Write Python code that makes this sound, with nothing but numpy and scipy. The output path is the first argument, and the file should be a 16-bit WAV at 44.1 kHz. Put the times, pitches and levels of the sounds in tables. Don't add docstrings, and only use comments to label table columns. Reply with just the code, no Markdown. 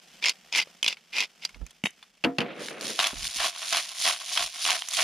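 import sys
import numpy as np
from scipy import signal
from scipy.fft import rfft, irfft
from scipy.io import wavfile

SR = 44100
rng = np.random.default_rng(int(sys.argv[2]) if len(sys.argv) > 2 else 0)


def dump_mix(stems):
    frames = np.atleast_2d(stems).T
    limited = np.clip(frames, -1, 1)
    pcm = np.round(limited * 32767).astype(np.int16)
    wavfile.write(sys.argv[1], SR, pcm)


N = 221860
T = np.arange(N) / SR



def undb(db):
    return 10 ** (np.asarray(db) / 20)


def through(x, response):
    return signal.fftconvolve(x, response[None], axes=1)[:, :N]


def colour(x, points, size=4096):
    hz, db = np.transpose(points)
    grid = np.maximum(np.arange(size // 2 + 1) * SR / size, 1)
    gain = undb(np.interp(np.log(grid), np.log(hz), db))
    cepstrum = irfft(np.log(gain))
    cepstrum[1:size // 2] *= 2
    cepstrum[size // 2 + 1:] = 0
    response = irfft(np.exp(rfft(cepstrum)))
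    return through(x, response / np.linalg.norm(response))


def shelve(x, points):
    hz, db = np.transpose(points)
    bins_hz = np.arange(N // 2 + 1) * SR / N
    return irfft(rfft(x) * undb(np.interp(bins_hz, hz, db)), N)


def unit(x, band):
    band_pass = signal.butter(4, band, "band", fs=SR, output="sos")
    return x / np.std(signal.sosfilt(band_pass, x[0]))


def add(track, s, sound):
    room = track[..., int(s * SR):][..., :sound.shape[-1]]
    room += sound[..., :room.shape[-1]]


def fade(t60):
    return np.exp(-np.log(1000) * T[:SR // 2] / t60)


def burst(t60):
    noise = rng.standard_normal((2, SR // 2)) * fade(t60)
    return noise * np.linalg.norm(fade(t60)) / np.linalg.norm(noise, axis=1, keepdims=True)


def ring(modes):
    return sum(undb(db) * np.sin(2 * np.pi * hz * T[:SR // 2]) * fade(t60) for hz, db, t60 in modes)


def body(x, modes, ring_db):
    response = ring(modes)
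    ringing = through(x, response / np.linalg.norm(response))
    return (x + undb(ring_db) * ringing) / np.hypot(1, undb(ring_db))


def grains(per_s, spread_db):
    hits = rng.random(N) < per_s / SR
    return hits * undb(spread_db * np.minimum(rng.exponential(size=N), 3.5))


def decaying_power(sizes, t60):
    keep_per_sample = np.exp(-2 * np.log(1000) / (t60 * SR))
    return signal.lfilter([1], [1, -keep_per_sample], sizes ** 2 + 1e-18)


def snaps(sizes, t60, tail_db, tail_t60):
    power = decaying_power(sizes, t60) + undb(tail_db) ** 2 * decaying_power(sizes, tail_t60)
    return np.sqrt(power) * rng.standard_normal((2, N))


def fractures(events, spectrum, ring_t60, snap_t60, snap_db, tone_db):
    noise, tones = np.zeros((2, 2, N))
    neighbours = rng.uniform([.78, 1.08], [.93, 1.33], (len(events), 2))
    for (s, db, hz, _), (below, above) in zip(events, neighbours):
        add(noise, s, undb(db) * burst(snap_t60))
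        partials = [(hz, db, ring_t60), (hz * below, db - 4, ring_t60 / 2), (hz * above, db - 3, ring_t60 / 2)]
        soft_start = 1 - fade(.002)
        add(tones[0], s, ring(partials) * soft_start)
    return undb(snap_db) * colour(noise, spectrum) + undb(tone_db) * tones


# frequency in Hz, level in dB.
EDGE_COLOUR = [(500, -51), (3000, -34), (6000, 18.5), (8000, 9.5), (10500, 10.5), (13500, -4), (15000, -7)]


def edges(events, t60):
    out = np.zeros((2, N))
    for s, *_, db in events:
        add(out, s, undb(db) * burst(t60))
    return colour(out, EDGE_COLOUR)


def swells(rows, shape):
    attack, sag_db, release = shape
    gains = []
    for s, length, db in rows:
        rise_db = 20 * np.maximum(s - T, 0) / attack
        held_db = sag_db * np.clip(T - s, 0, length)
        fall_db = 20 * np.maximum(T - s - length, 0) / release
        gains.append(undb(db - rise_db - held_db - fall_db))
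    return np.max(gains, axis=0)


def waver(per_s, depth_db):
    steps = rng.standard_normal(1024)
    return undb(depth_db * np.interp(T * per_s, np.arange(len(steps)), steps))


# frequency in Hz, level in dB.
STOVE_COLOUR = [(18, -34), (30, -6), (122, -49), (154, 7), (240, 2.5), (267, -5), (754, -1.5), (953, -6.5),
                (3230, 1), (3980, -6), (5170, -2.5), (7630, -11), (15000, -22)]
STOVE_DB, STOVE_FADE_DB_PER_S = -57, 3


def stove():
    hiss = snaps(grains(3000, spread_db=5.0), t60=0.0035, tail_db=0, tail_t60=0.024)
    hiss = unit(colour(hiss, STOVE_COLOUR), (1500, 8000))
    return hiss * undb(STOVE_DB - STOVE_FADE_DB_PER_S * T) * waver(per_s=8, depth_db=2)


# start in seconds, length in seconds, level in dB.
GUSTS = [(1.565, 0.024, -48.5), (1.62, 0.009, -37.5), (3.145, 0.13, -43), (3.39, 0.063, -56),
         (4.4, 0.047, -52.5)]
# frequency in Hz, level in dB.
GUST_COLOUR = [(20, -25), (45, 3.5), (80, -14.5), (150, -14.5), (300, -25.5), (700, -36), (2000, -66)]
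GUST_SHAPE = (0.036, 25, .045)
AIR_DB = -85


def gusts():
    rumble = unit(colour(rng.standard_normal((2, N)), GUST_COLOUR), (20, 300))
    bumps = np.outer(undb([-14, 3]), rumble[0] * swells(GUSTS, GUST_SHAPE))
    return bumps + undb(AIR_DB) * rumble[1]


def chatter(modes, per_s):
    out = np.zeros((2, N))
    for hz, db, t60 in modes:
        speed = np.diff(ring([(hz, 0, t60)]), prepend=0)
        rung = through(grains(per_s, spread_db=3.5)[None], speed)[0]
        out[0] += undb(db) * rung / rung.std()
    return out / out[0].std()


WRIST_ARCH = 1.38


def arches(rows):
    gain = np.zeros(N)
    for s, length, db in rows:
        progress = np.clip((T - s) / length, 0, 1)
        gain += undb(db) * np.abs(np.sin(np.pi * progress)) ** WRIST_ARCH
    return gain


# start in seconds, length in seconds, level in dB.
PEPPER_TWISTS = [(0.213, 0.12, -26.5), (0.518, 0.126, -21), (0.824, 0.13, -31.5), (1.118, 0.15, -25.5),
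                 (1.408, 0.075, -40)]
# moment in seconds, level in dB, pitch of its ring in Hz,
# level of its bright edge in dB.
PEPPER_CRACKS = [(0.2255, -18.5, 2320, -56), (0.2407, -12, 3240, -43), (0.2466, -12.5, 2200, -41),
                 (0.2572, -9.5, 5140, -28), (0.2628, -10, 2200, -39), (0.2692, -15, 5470, -46),
                 (0.2837, -8.5, 5280, -41), (0.2944, -9.5, 4330, -22.5), (0.5257, -15.5, 5080, -48),
                 (0.5494, -11, 2340, -37), (0.561, -12.5, 2530, -27.5), (0.5744, -12.5, 2280, -25),
                 (0.582, -24, 2450, -27), (0.8285, -8, 3090, -26), (0.844, -9.5, 2510, -30),
                 (0.8627, -8, 3420, -44), (0.8791, -6, 3555, -26), (0.8828, -6.5, 2820, -27.5),
                 (0.927, -18.5, 2650, -53), (1.1832, -11, 2550, -35), (1.2045, -9.5, 2574, -29),
                 (1.4505, -10.5, 4810, -32)]
# frequency in Hz, level in dB.
PEPPER_COLOUR = [(71, -79), (120, -28), (229, -19), (852, -12.5), (1000, -8.5), (1130, -14.5), (1530, -12),
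                 (1910, -15), (2160, -2.5), (2540, 1), (4200, -6), (5350, -5.5), (8520, -26), (10600, -26),
                 (15000, -49)]
# pitch in Hz, level in dB, t60 in seconds.
PEPPER_MODES = [(2088, 21.5, 0.031), (2426, 21, 0.059), (2800, 11, 0.079), (3120, -2, 0.017),
                (3670, -8, 0.029), (4814, 19.5, 0.054), (5100, 0, 0.022)]
PING_S, PING_MODES = 1.451, [(4990, -42, .09)]


def pepper_mill():
    crumbs = snaps(grains(1500, spread_db=3.5), t60=.005, tail_db=-11, tail_t60=.022)
    crumbs = unit(colour(crumbs, PEPPER_COLOUR), (1500, 7000))
    grind = crumbs + undb(-3) * chatter(PEPPER_MODES, per_s=220)
    corns = fractures(PEPPER_CRACKS, PEPPER_COLOUR, ring_t60=.03, snap_t60=0.015, snap_db=-9, tone_db=-7.5)
    add(corns[0], PING_S, ring(PING_MODES))
    bright_edges = edges(PEPPER_CRACKS, t60=0.027)
    return undb(-3.0) * grind * arches(PEPPER_TWISTS) + corns + undb(-2.5) * bright_edges


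# moment in seconds, level in dB, pitch of its ring in Hz,
# level of its bright edge in dB.
TICKS = [(0.49, -44, 2290, -64), (0.672, -37.5, 535, -64), (0.97, -33, 2230, -67),
         (1.492, -32.5, 2190, -50), (1.545, -32.5, 2210, -68), (1.614, -44.5, 1300, -66),
         (1.665, -36.5, 2470, -43), (1.708, -39.5, 3340, -46), (1.906, -48, 1970, -46.5),
         (2.027, -29, 3490, -79)]
# moment in seconds, level in dB.
BUMPS = [(1.559, -52), (1.614, -48), (3.13, -38.5), (3.355, -47)]
# frequency in Hz, level in dB.
CRUSH_COLOUR = [(100, -31), (300, -19.5), (520, -21), (680, -1.5), (900, -0.5), (1200, 4), (1700, 0),
                (3200, 3.5), (4500, -0.5), (6800, -12), (8000, -19.5), (10000, -12), (12000, -23.5),
                (15000, -37)]
# frequency in Hz, level in dB.
BOOM_COLOUR = [(50, -28), (100, -16.5), (160, -2.5), (270, 0), (420, -7), (700, -9.5), (950, -10.5),
               (1400, -13.5), (2500, -23), (6000, -50)]


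def handling():
    ticks = fractures(TICKS, CRUSH_COLOUR, ring_t60=0.024, snap_t60=0.063, snap_db=-16, tone_db=-7)
    bumps = np.zeros((2, N))
    for s, db in BUMPS:
        add(bumps, s, undb(db) * burst(0.076))
    return ticks + undb(-0.5) * edges(TICKS, t60=0.019) + colour(bumps, BOOM_COLOUR)


# moment in seconds, clack level in dB,
# thump level in dB, level of its bright edge in dB.
SET_DOWN = [(1.8384, -20, -11, -42), (1.8537, -24, -48, -40.5), (1.8572, -12, -30, -41.5),
            (1.868, -20.5, -37, -57)]
# pitch in Hz, level in dB, t60 in seconds.
WOOD_MODES = [(2260, -14, 0.028), (2250, 7, 0.016), (3110, 1, 0.019), (3780, 4.5, 0.038)]
# pitch in Hz, level in dB, t60 in seconds.
THUMP_MODES = [(208, 5.5, 0.027), (248, -18, 0.037)]
# frequency in Hz, level in dB.
CLACK_COLOUR = [(76, -39), (130, -2), (282, -0.5), (825, -8), (1380, -8), (2830, 4.5), (3960, -13),
                (4380, -7.5), (5900, -20), (6910, -23.5), (8100, -34), (10500, -27.5), (13600, -56),
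                (15000, -63)]


def set_down():
    clacks, thumps = np.zeros((2, 2, N))
    for s, clack_db, thump_db, _ in SET_DOWN:
        faint_echo = undb(-28) * burst(.17)
        add(clacks, s, undb(clack_db) * (burst(.014) + faint_echo))
        soft_start = 1 - fade(0.046)
        add(thumps[0], s, undb(thump_db) * ring(THUMP_MODES) * soft_start)
    less_bass = signal.butter(1, 700, "high", fs=SR, output="sos")
    clacks = signal.sosfilt(less_bass, colour(clacks, CLACK_COLOUR))
    clacks = body(clacks, WOOD_MODES, ring_db=-8)
    return undb(-1) * clacks + thumps + edges(SET_DOWN, t60=0.09)


# moment in seconds, clack level in dB,
# clack t60 in seconds, boom level in dB.
KNOCKS = [(2.239, -18.5, 0.055, -36.5), (2.2456, -15.5, 0.027, -26), (2.384, -13.5, 0.032, -31),
          (2.4044, -20.5, 0.04, -41.5), (2.415, -27.5, 0.052, -35)]
# pitch in Hz, level in dB, t60 in seconds.
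TABLE_MODES = [(169, -14, 0.33), (270.4, 0, 0.29), (333, -1, 0.25), (417, -2, 0.34), (483, 8, 0.25),
               (705, 8, 0.35), (865, -11, 0.16), (1130, -5, 0.17), (1378, -11, 0.095)]
# start in seconds, length in seconds, level in dB.
ROLL = [(2.42, 0.49, -44)]
# frequency in Hz, level in dB.
ROLL_COLOUR = [(80, -52), (150, -3), (300, 0.5), (550, 1), (900, -10), (2300, -7.5), (4000, -18),
               (9000, -73)]
ROLL_SHAPE = (0.032, 0.59, .13)


def table():
    clacks, booms = np.zeros((2, 2, N))
    for s, clack_db, t60, boom_db in KNOCKS:
        add(clacks, s, undb(clack_db) * burst(t60))
        add(booms, s, undb(boom_db) * burst(.17))
    booms = body(colour(booms, BOOM_COLOUR), TABLE_MODES, ring_db=-17)
    roll = snaps(grains(260, spread_db=2.5), t60=0.0049, tail_db=0, tail_t60=0.12)
    roll = unit(colour(roll, ROLL_COLOUR), (150, 600))
    knocks = undb(-0.5) * colour(clacks, CLACK_COLOUR) + undb(4.5) * booms
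    return knocks + roll * swells(ROLL, ROLL_SHAPE)


PAUSE_AFTER_S, PAUSE_WIDTH_S, PAUSE_DIP_DB = 0.061, 0.027, -9


def pauses(twists):
    stops = [s + length + PAUSE_AFTER_S for s, length, *_ in twists]
    return undb(PAUSE_DIP_DB * sum(np.exp(-((T - s) / PAUSE_WIDTH_S) ** 2) for s in stops))


# moment the burrs bite in seconds, length in seconds,
# crushing level in dB, sliding level in dB.
SALT_TWISTS = [(2.995, 0.076, -26, -43), (3.398, 0.064, -27, -39), (3.728, 0.056, -25, -38),
               (4.055, 0.054, -24.5, -35.5), (4.364, 0.072, -30.5, -37.5), (4.668, 0.084, -27, -37.5),
               (4.985, 0.08, -26, -33.5)]
# moment in seconds, level in dB, pitch of its ring in Hz,
# level of its bright edge in dB.
SALT_CRACKS = [(2.685, -17.5, 2200, -49), (2.81, -18.5, 4650, -32), (2.854, -17, 5400, -33),
               (2.991, -4, 3700, -35), (3.002, -6, 3760, -30), (3.027, -13.5, 1900, -22.5),
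               (3.07, -10, 3030, -20), (3.157, -33, 3000, -43), (3.252, -19, 4500, -31),
               (3.416, -19, 3100, -41), (3.561, -20, 4000, -56), (3.726, -11.5, 2680, -31),
               (3.77, -5.5, 3280, -20), (3.992, -26, 3280, -29), (4.066, -15, 1140, -33),
               (4.376, -4, 3200, -45), (4.61, -20.5, 3450, -43), (4.652, -6.5, 2860, -34),
               (4.705, -4.5, 3100, -20), (4.821, -13, 3190, -49), (4.886, -18.5, 5740, -22.5),
               (4.935, -17, 3360, -23)]
# start in seconds,
# length in seconds, level in dB.
POURS = [(2.625, 0.05, -46.5), (2.852, 0.062, -41), (3.235, 0.02, -41.5)]
# frequency in Hz, level in dB.
SLIDE_COLOUR = [(200, -24.5), (500, -35), (700, -21), (1400, -13.5), (2200, -4.5), (3300, 1.5),
                (5500, -0.5), (7000, -4), (7900, -14), (9000, -4.5), (10300, -5.5), (11600, -18.5),
                (13800, -20), (15500, -45)]
# pitch in Hz, level in dB, t60 in seconds.
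SALT_MODES = [(708.5, 10, 0.014), (1120, -0.5, 0.021), (2680, -5, 0.0078), (3456, -5.5, 0.057)]
CRUSH_SHAPE, SLIDE_SHAPE = (0.016, 46, 0.057), (0.064, 5, 0.11)
SLIDE_LEAD_S = 0.037
REGRIP_CRUSH_DB, REGRIP_SLIDE_DB = -48, -47


def salt_mill():
    in_use = np.clip((T - SALT_TWISTS[0][0]) / CRUSH_SHAPE[0], 0, 1) * pauses(SALT_TWISTS)

    twist = swells([(s, length, db) for s, length, db, _ in SALT_TWISTS], CRUSH_SHAPE)
    twist = np.hypot(twist, undb(REGRIP_CRUSH_DB) * in_use * waver(per_s=25, depth_db=3))
    density = 300 + 1400 * np.sqrt(twist / twist.max())
    crystals = grains(density, spread_db=4.5) / np.sqrt(density)
    crush = colour(snaps(crystals, t60=.003, tail_db=-12, tail_t60=.02), CRUSH_COLOUR)
    crush = unit(body(crush, SALT_MODES, ring_db=-12.0), (600, 2500))

    cracks = fractures(SALT_CRACKS, CRUSH_COLOUR, ring_t60=.017, snap_t60=.009, snap_db=-10, tone_db=-11)
    cracks = cracks + undb(-5.0) * edges(SALT_CRACKS, t60=0.028)

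    slides = [(s - SLIDE_LEAD_S, length + SLIDE_LEAD_S, db) for s, length, _, db in SALT_TWISTS]
    flow = swells(slides + POURS, SLIDE_SHAPE)
    flow = np.hypot(flow, undb(REGRIP_SLIDE_DB) * in_use) * waver(per_s=22, depth_db=1.5)
    slide = snaps(grains(2200, spread_db=4.5), t60=.002, tail_db=-11, tail_t60=.012)
    slide = unit(colour(slide, SLIDE_COLOUR), (8000, 12000))
    return undb(-2.5) * crush * twist + cracks + undb(-2.0) * slide * flow


# frequency in Hz, gain of the side in dB.
WIDTH = [(100, -12), (300, -12.5), (600, -9.5), (1300, -7), (2500, -13.5), (3800, -15.5), (5500, -5.5),
         (7000, -3.5), (8000, 0), (9500, -5), (12000, 2), (15000, -5)]
# frequency in Hz, left gain minus right gain in dB.
LEAN = [(200, 0), (1000, -.5), (3000, 0), (5500, -1.5), (7000, -3), (8100, 0), (9000, -0.5), (10800, -3),
        (12000, -0.5)]


def scene():
    mid, side = stove() + pepper_mill() + handling() + set_down() + table() + salt_mill()
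    side = shelve(side, WIDTH)
    left = shelve(mid + side, [(hz, db / 2) for hz, db in LEAN])
    right = shelve(mid - side, [(hz, -db / 2) for hz, db in LEAN])
    less_bass = signal.butter(1, 70, "high", fs=SR, output="sos")
    return signal.sosfilt(less_bass, [left, right]) + gusts()


def record(dry):
    rounded = np.tanh(1.245 * dry) / 1.212
    top_cut = signal.ellip(8, .2, 70, 15100, fs=SR, output="sos")
    return signal.sosfilt(top_cut, rounded)


dry = scene()
out = record(dry)
dump_mix(out)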